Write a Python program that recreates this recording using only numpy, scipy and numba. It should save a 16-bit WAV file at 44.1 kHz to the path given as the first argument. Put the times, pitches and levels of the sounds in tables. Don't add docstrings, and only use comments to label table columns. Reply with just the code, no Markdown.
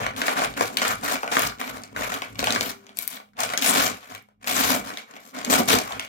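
import sys
import numpy as np
from scipy import signal
from scipy.fft import rfft, irfft
from scipy.io import wavfile
from scipy.ndimage import uniform_filter1d, map_coordinates
from numba import njit

SR = 44100
rng = np.random.default_rng(int(sys.argv[2]) if len(sys.argv) > 2 else 0)


def linear_from_db(decibels):
    return 10 ** (np.asarray(decibels, float) / 20)


def dump(signal):
    limited = np.clip(np.atleast_2d(signal).T, -1, 1)
    pcm = np.round(limited * 32767).astype(np.int16)
    wavfile.write(sys.argv[1], SR, pcm)


N = 268128

# lowest f/Hz, highest f/Hz, ring length/cycles, trim level/dB
PATCHES = [
    (152.3, 365, 8.8, 1),
    (380, 3070, 7.8, 0),
    (3080, 7780, 8, 3.5),
    (7500, 14900, 54, 4),
]
# rise/(dB/s), in the order of PATCHES
GRIP_DB_PER_S = (450, 1100, 1500, 1500)
# fall/(dB/s), in the order of PATCHES
LET_GO_DB_PER_S = (300, 510, 515, 560)
# t/s, length/s, crease level/dB, brightness/dB, weight/dB
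CUTS = [(0, 0.054, -25, -14, -14), (.17, 0.12, -28, -7.5, -9.5), (.26, 0.07, -29.5, -7, -22),
        (.375, 0.076, -22, -9, -11.5), (.47, 0.05, -49, -1.5, -21), (.575, .03, -29, -7, -11),
        (.61, 0.068, -28, -3, -15), (.69, 0.079, -55, 1, 12), (.775, 0.069, -35.5, -5, -4.5),
        (.82, 0.096, -22.5, -7.5, -14.5), (.94, 0.12, -52.5, -2, -15), (1.035, 0.12, -26.5, -5, -8.5),
        (1.19, 0.24, -43.5, -2, -5), (1.32, .12, -22.5, -7.5, -29), (1.45, 0.025, -40, 7, 2),
        (1.6, 0.099, -33, -6.5, -9), (1.73, 0.047, -38.5, -6.5, 1), (1.83, 0.098, -57.5, -5, 5),
        (1.965, .19, -30.5, -8.5, -9.5), (2.17, .1, -39.5, -6.5, -16), (2.28, 0.085, -54.5, -4, 2),
        (2.39, 0.26, -37.5, 0.5, 1.5), (2.65, 0.059, -43, 4, -4), (2.74, 0.42, -59, -9.5, 1)]
# t/s, length/s, crease level/dB, brightness/dB, weight/dB
PULLS = [(2.969, 0.073, -55.5, 11, -5), (3.075, 0.094, -50.5, 7, -2), (3.397, 0.047, -22, -8, -23),
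         (3.46, 0.086, -33.5, -7.5, -18), (3.623, 0.076, -28, 4, -7.5), (3.693, 0.18, -20.5, -1, -6),
         (3.92, .17, -47, -6, -24), (4.093, 0.055, -41.5, -6.5, -9), (4.425, 0.056, -45.5, -6, -21),
         (4.479, .08, -33, 6, -5), (4.556, 0.2, -24.5, 0.5, -3.5), (4.779, 0.028, -45.5, -15, -16),
         (4.849, 0.049, -33, -6.5, -5.5), (4.919, 0.11, -44, -7, -11), (5.05, 0.11, -53, -12, -9),
         (5.148, 0.031, -48.5, -10, -1), (5.201, 0.11, -55.5, 2, 3.5), (5.348, .14, -34, -10.5, -8),
         (5.506, 0.041, -22, 1.5, -2.5), (5.563, 0.044, -36.5, 3, 9), (5.633, 0.058, -54.5, 15.5, -4),
         (5.687, 0.06, -19.5, 1, -1.5), (5.776, 0.065, -34.5, -4, -5), (5.851, 0.2, -38, -9.5, -13)]
# t/s, peak level/dB, ring f/Hz, bright tilt/dB
CUT_SNAPS = [(.065, -15, 1910, -8.5), (.164, -24, 3500, 7), (.2172, -9.5, 1660, -1.5),
             (.2815, -10.5, 1900, -5), (.394, -10.5, 790, 3.5), (.4185, -9.5, 734, -1),
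             (.4457, -7.5, 710, 9), (.5771, -27.5, 1500, -11), (.6094, -13, 1000, -9.5),
             (.7708, -6, 3550, 4.5), (.8178, -8.5, 1330, -3), (.8804, -14, 7500, 10.5),
             (1.0443, -32.5, 12170, 19), (1.232, -24.5, 900, -16.5), (1.2773, -22, 1430, -9),
             (1.3232, -9.5, 980, 0), (1.3686, -10.5, 1190, -10), (1.393, -12.5, 1960, 20),
             (1.4199, -11.5, 1240, 19), (1.6136, -13.5, 1050, -0.5), (1.963, -19.5, 1500, -6),
             (2.1401, -13.5, 1510, 12.5), (2.2198, -16.5, 2200, -6), (2.3925, -13, 4010, -6),
             (2.4275, -22, 800, -12), (2.4418, -10, 2520, 8.5), (2.471, -9.5, 3200, -11.5),
             (2.5057, -10, 3880, 0), (2.56, -14.5, 1580, -9.5), (2.6089, -7, 4900, -2)]
# t/s, peak level/dB, ring f/Hz, bright tilt/dB
PULL_SNAPS = [(2.9713, -23, 10300, 9), (2.9882, -13.5, 13000, 10), (3.024, -25.5, 12500, 14.5),
              (3.0772, -19, 13900, 17), (3.3901, -30, 2480, 9), (3.404, -11, 6800, 5),
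              (3.4349, -11.5, 6200, 4), (3.491, -21, 3030, -4), (3.5007, -16.5, 1140, 1.5),
              (3.536, -10, 1160, 3.5), (3.5757, -6, 6560, -1.5), (3.623, -8.5, 2510, 10),
              (3.643, -7, 13520, -4), (3.6616, -2, 14040, -3), (3.7587, -14, 2900, -15),
              (4.1492, -20, 1646, 10.5), (4.4433, -26.5, 1780, -2), (4.473, -11, 2050, 4.5),
              (4.5662, -9, 7200, -8), (4.9724, -20, 3790, 2), (4.9842, -24, 2190, 3),
              (5.35, -27.5, 1480, 4), (5.4482, -14, 6870, 1), (5.4995, -9, 6450, -3),
              (5.588, -14.5, 8120, 10), (5.6845, -7, 10500, -2), (5.704, -10.5, 2320, 7),
              (5.787, -9.5, 6140, 4), (5.9957, -13.5, 2760, 3), (6.048, -22.5, 2660, 3)]
# t/s, peak level/dB, ring f/Hz
TICKS = [(.3264, -17, 860), (0.539, -27.5, 3380), (0.8505, -13, 1200), (1.033, -47, 7000),
         (1.1558, -16, 1660), (1.432, -13.5, 1800), (1.5852, -36, 4010), (1.6771, -22, 1820),
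         (1.8189, -33, 9000), (1.8358, -22.5, 7400), (2.0202, -22.5, 1420), (2.1203, -16.5, 1530),
         (2.3555, -29.5, 2300), (2.5235, -8, 6530), (2.8668, -36, 6340), (2.892, -34.5, 3110),
         (3.137, -28, 3700), (3.1728, -31.5, 2340), (3.201, -34, 1080), (3.334, -51, 1450),
         (3.3684, -37.5, 3490), (4.0293, -36, 1290), (4.287, -48, 870), (4.413, -47, 1145),
         (4.9386, -30, 3660), (5.1107, -36.5, 6940), (5.1382, -37, 3340), (5.1651, -28.5, 1800),
         (5.3883, -23, 6950), (5.9216, -21.5, 3280)]
# t/s, level/dB
BUMPS = [(.02, -33.5), (.5, -42), (.63, -43), (.92, -41), (1.45, -38.5), (1.74, -47), (2.02, -42),
         (2.22, -52), (2.42, -36), (2.62, -41.5), (3.0, -58), (3.45, -46.5), (3.819, -44.5), (4.151, -55),
         (4.56, -45), (4.71, -38.5), (5.55, -55), (5.74, -38.5), (5.95, -48.5)]
# start t/s, end t/s, f/Hz, start level/dB, end level/dB
DRONE = [
    (1.6, 3.396, 207.2, -60.5, -62),
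    (2.72, 2.956, 395, -47.5, -58),
    (4.204, 4.45, 208.4, -65, -73.5),
]
# f/Hz, level per Hz/dB
NEAR = [(30, -38.5), (55, -12.5), (72, -39), (100, -8.5), (145, -19), (250, -6.5), (340, -11), (410, -2),
        (1100, 7), (2200, -1.5), (5200, -7.5), (7200, -5.5), (8600, -13.5), (15000, -10)]
# f/Hz, level/dB
FAR = [(100, -3), (200, 2), (285, 8), (370, -11), (600, -4), (750, 4), (1030, -9), (1160, 0), (2090, -2),
       (2290, 7), (2500, -1), (7100, -7), (7900, -15), (15000, -18)]
# f/Hz, level per Hz/dB
HUSH = [(18, -11.5), (30, -7.5), (59, -9.5), (167, -30.5), (205, 25.5), (328, -12), (1370, -43),
        (3980, -41), (15000, -29.5)]


def level(x, db):
    return x * linear_from_db(db) / np.sqrt(np.mean(x ** 2))


def causal(x, log_gain):
    cep = irfft(log_gain)
    half = len(log_gain) - 1
    cep[1:half] *= 2
    cep[half + 1:] = 0
    response = np.atleast_1d(irfft(np.exp(rfft(cep))))
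    return signal.fftconvolve(x, response[None], axes=1)[:, :x.shape[1]]


def colour(x, table):
    hz, db = np.transpose(table)
    grid = np.arange(2049) * SR / 4096
    gain_db = np.interp(np.log(grid + 1), np.log(hz), db)
    return causal(x, gain_db * np.log(10) / 20)


def strokes(start, length, db, rise, sag, fall):
    t = np.arange(0, N / SR + .002, .001)[:, None] - start
    before, held, after = np.minimum(t, 0), np.clip(t, 0, length), np.maximum(t - length, 0)
    each = db + rise * before - sag * held - fall * after
    total = 10 * np.log10(np.sum(linear_from_db(np.maximum(each, -150)) ** 2, axis=1))
    return np.interp(np.arange(N) / SR, np.arange(len(total)) / 1000, total)


def handling(sag_db_per_s=4.5, fibre_db=-3, fibre_per_bright=1.27):
    start, length, db, bright, weight = np.vstack([CUTS, PULLS]).T
    extra_db = [weight, 0, bright, fibre_db + fibre_per_bright * bright]
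    return [strokes(start, length, db + extra, rise, sag_db_per_s, fall)
            for extra, rise, fall in zip(extra_db, GRIP_DB_PER_S, LET_GO_DB_PER_S)]


@njit
def ring(start, hz, cycles, size, phase):
    out = np.zeros((2, N + 200))
    for k in range(len(hz)):
        p = np.exp((2j * np.pi - 6.9 / cycles[k]) * hz[k] / SR)
        for c in range(2):
            z = size[c, k] * np.exp(1j * phase[k])
            for i in range(start[c, k], min(start[c, k] + int(cycles[k] * SR / hz[k]), N)):
                out[c, i] += z.imag
                z *= p
    return out[:, :N]


def arrivals(s, spot, lag=12.3, reach=12.3):
    return np.array([s * SR, s * SR + lag + reach * spot]).astype(np.int64)


def crinkle(count=5000, modes=4, spread_db=2.0, patch_db=0.5, most_db=37.0, smear_s=.005,
            patchy_db=4.0, swarm_db=2.0, hard_db=-22., soft_db=-40.):
    work_db = handling()
    when, big, spot = rng.random((count, 3)).T
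    when = np.sort(when) * N / SR
    light = np.interp(work_db[1][(when * SR).astype(int)], [soft_db, hard_db], [1.5, .5])
    swarm = swarm_db * light * map_coordinates(rng.standard_normal(200), [when * 30], order=1)
    out = 0
    for (lo_hz, hi_hz, cycles, trim_db), db in zip(PATCHES, work_db):
        big_db = -light * (spread_db * np.log(big) + patch_db * np.log(rng.random(count)))
        size = linear_from_db(most_db * np.tanh(big_db / most_db))
        size = linear_from_db(swarm) * size / np.sqrt(uniform_filter1d(size ** 2, size=120))
        at, size = np.repeat(when, modes), np.repeat(size, modes)
        pick, late, turn, long = rng.random((count * modes, 4)).T
        hz = lo_hz + (hi_hz - lo_hz) * pick
        favoured = map_coordinates(rng.standard_normal((200, 6)), [at * 30, pick * 5], order=1)
        size = size * linear_from_db(patchy_db * favoured)
        size = size * np.sqrt(hz)
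        start = arrivals(at + smear_s * late, np.repeat(spot, modes))
        sound = ring(start, hz, cycles * (0.56 + long), np.array([size, size]), 2 * np.pi * turn)
        out = out + level(colour(sound, NEAR), trim_db) * linear_from_db(db)
    return out


def room(x, scatter_db=(-6., -2.5), tail_db=(-9., -6.), alike_hz=1130.0,
         t60_s=0.18, treble_t60_s=0.32, scatter_s=0.0032):
    t = np.arange(2 ** 14) / SR
    one, two, three = rng.standard_normal((3, 2, len(t)))
    b, a = signal.butter(2, alike_hz, fs=SR)

    def unlike(v):
        return v + signal.filtfilt(b, a, v[:1] - v)

    bass = signal.lfilter(*signal.butter(1, 2500., fs=SR), two)
    tail = bass * 1000 ** (-t / t60_s) + 0.14 * three * 1000 ** (-t / treble_t60_s)
    tail = unlike(tail * np.clip(t / 0.0026, 0, 1))
    early = unlike(one * np.exp(-t / scatter_s) * np.clip(t / 0.0021, 0, 1))
    answer = 0
    for echo, db in ((early, scatter_db), (tail, tail_db)):
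        energy = np.sum(echo ** 2, axis=1, keepdims=True)
        answer = answer + echo / np.sqrt(energy) * linear_from_db(np.array(db))[:, None]
    answer[:, 0] = 1
    broad = uniform_filter1d(np.abs(rfft(answer)) ** 2, size=17)[:, ::8]
    answer = np.vstack([causal(v[None], -np.log(g) / 2) for v, g in zip(answer, broad)])
    return signal.fftconvolve(x, answer, axes=1)[:, :N]


def hush():
    return level(colour(rng.standard_normal((2, N)), HUSH), -78.5)


def drag(trim_db=0.5, unlike=0.23, rise_db_per_s=135.5, fall_db_per_s=127.5):
    s, db = np.transpose(BUMPS)
    shared, left, right = rng.standard_normal((3, N))
    noise = shared + unlike * np.array([left, right])
    low = signal.sosfilt(signal.butter(4, 145., fs=SR, output="sos"), noise)
    bumps_db = strokes(s, 0, db, rise_db_per_s, 0, fall_db_per_s)
    return level(colour(low, NEAR), trim_db) * linear_from_db(bumps_db)


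def snaps(modes=20, after=50, cycles=10.9, burst_s=.0022, main_db=2.0, crowd_db=-4.5, narrow_db=3.5,
          after_s=0.021, after_db=-3.0, low_cut_hz=300., body_db=-3.5, sizzle_db=-2.5, tick_tilt_db=-3.5):
    rows = CUT_SNAPS + PULL_SNAPS + [(*tick, tick_tilt_db) for tick in TICKS]
    s, peak_db, main_hz, tilt_db = np.transpose(rows)[:, :, None]
    pick, late, turn, long, spot = np.moveaxis(rng.random((len(rows), modes + after, 5)), 2, 0)
    part = np.arange(modes + after)
    hz = 350 * 45 ** ((part % modes + pick) / modes)
    hz[:, :1], late[:, 0] = main_hz, .1
    low = np.clip(np.log2(2500 / hz), 0, 1)
    high = np.clip(np.log2(hz / 7000) * 2, 0, 1)
    db = peak_db + low * (body_db - tilt_db) + high * (sizzle_db + tilt_db)
    db = db + np.where(part, crowd_db, main_db)
    db = db + np.where(part < modes, 0, after_db - 8 * late)
    wait = np.where(part < modes, burst_s * late ** 2, burst_s - after_s * np.log(1 - late))
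    size = linear_from_db(db - narrow_db * np.abs(np.log2(hz / main_hz))).ravel()
    start = arrivals((s + wait).ravel(), np.repeat(spot[:, 0], modes + after))
    turns = cycles * (.5 + long) * np.sqrt(hz / 2000)
    sound = ring(start, hz.ravel(), turns.ravel(), np.array([size, size]), 2 * np.pi * turn.ravel())
    return signal.sosfilt(signal.butter(2, low_cut_hz, "high", fs=SR, output="sos"), sound)


def drone():
    t = np.arange(N) / SR
    out = 0
    for start, end, hz, from_db, to_db in DRONE:
        db = np.interp(t, [start - .05, start, end, end + 0.055], [-110, from_db, to_db, -110])
        out = out + linear_from_db(db) * np.sin(2 * np.pi * hz * t)
    return out


def scene():
    paper = room(crinkle() + linear_from_db(1.5) * snaps())
    near, far = paper + drag() + drone()
    return np.array([near, colour(far[None], FAR)[0]]) + hush()


def roll_off(x):
    return signal.sosfilt(signal.butter(12, 16990, fs=SR, output="sos"), x)


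def record(dry):
    bass_cut = signal.butter(4, 45., "high", fs=SR, output="sos")
    top_cut = signal.ellip(6, .2, 24, 15980, fs=SR, output="sos")
    clipped = np.clip(signal.sosfilt(bass_cut, dry), -.97, .97)
    mix = signal.sosfilt(top_cut, clipped)
    return roll_off(mix)


dry = scene()
out = record(dry)
dump(out)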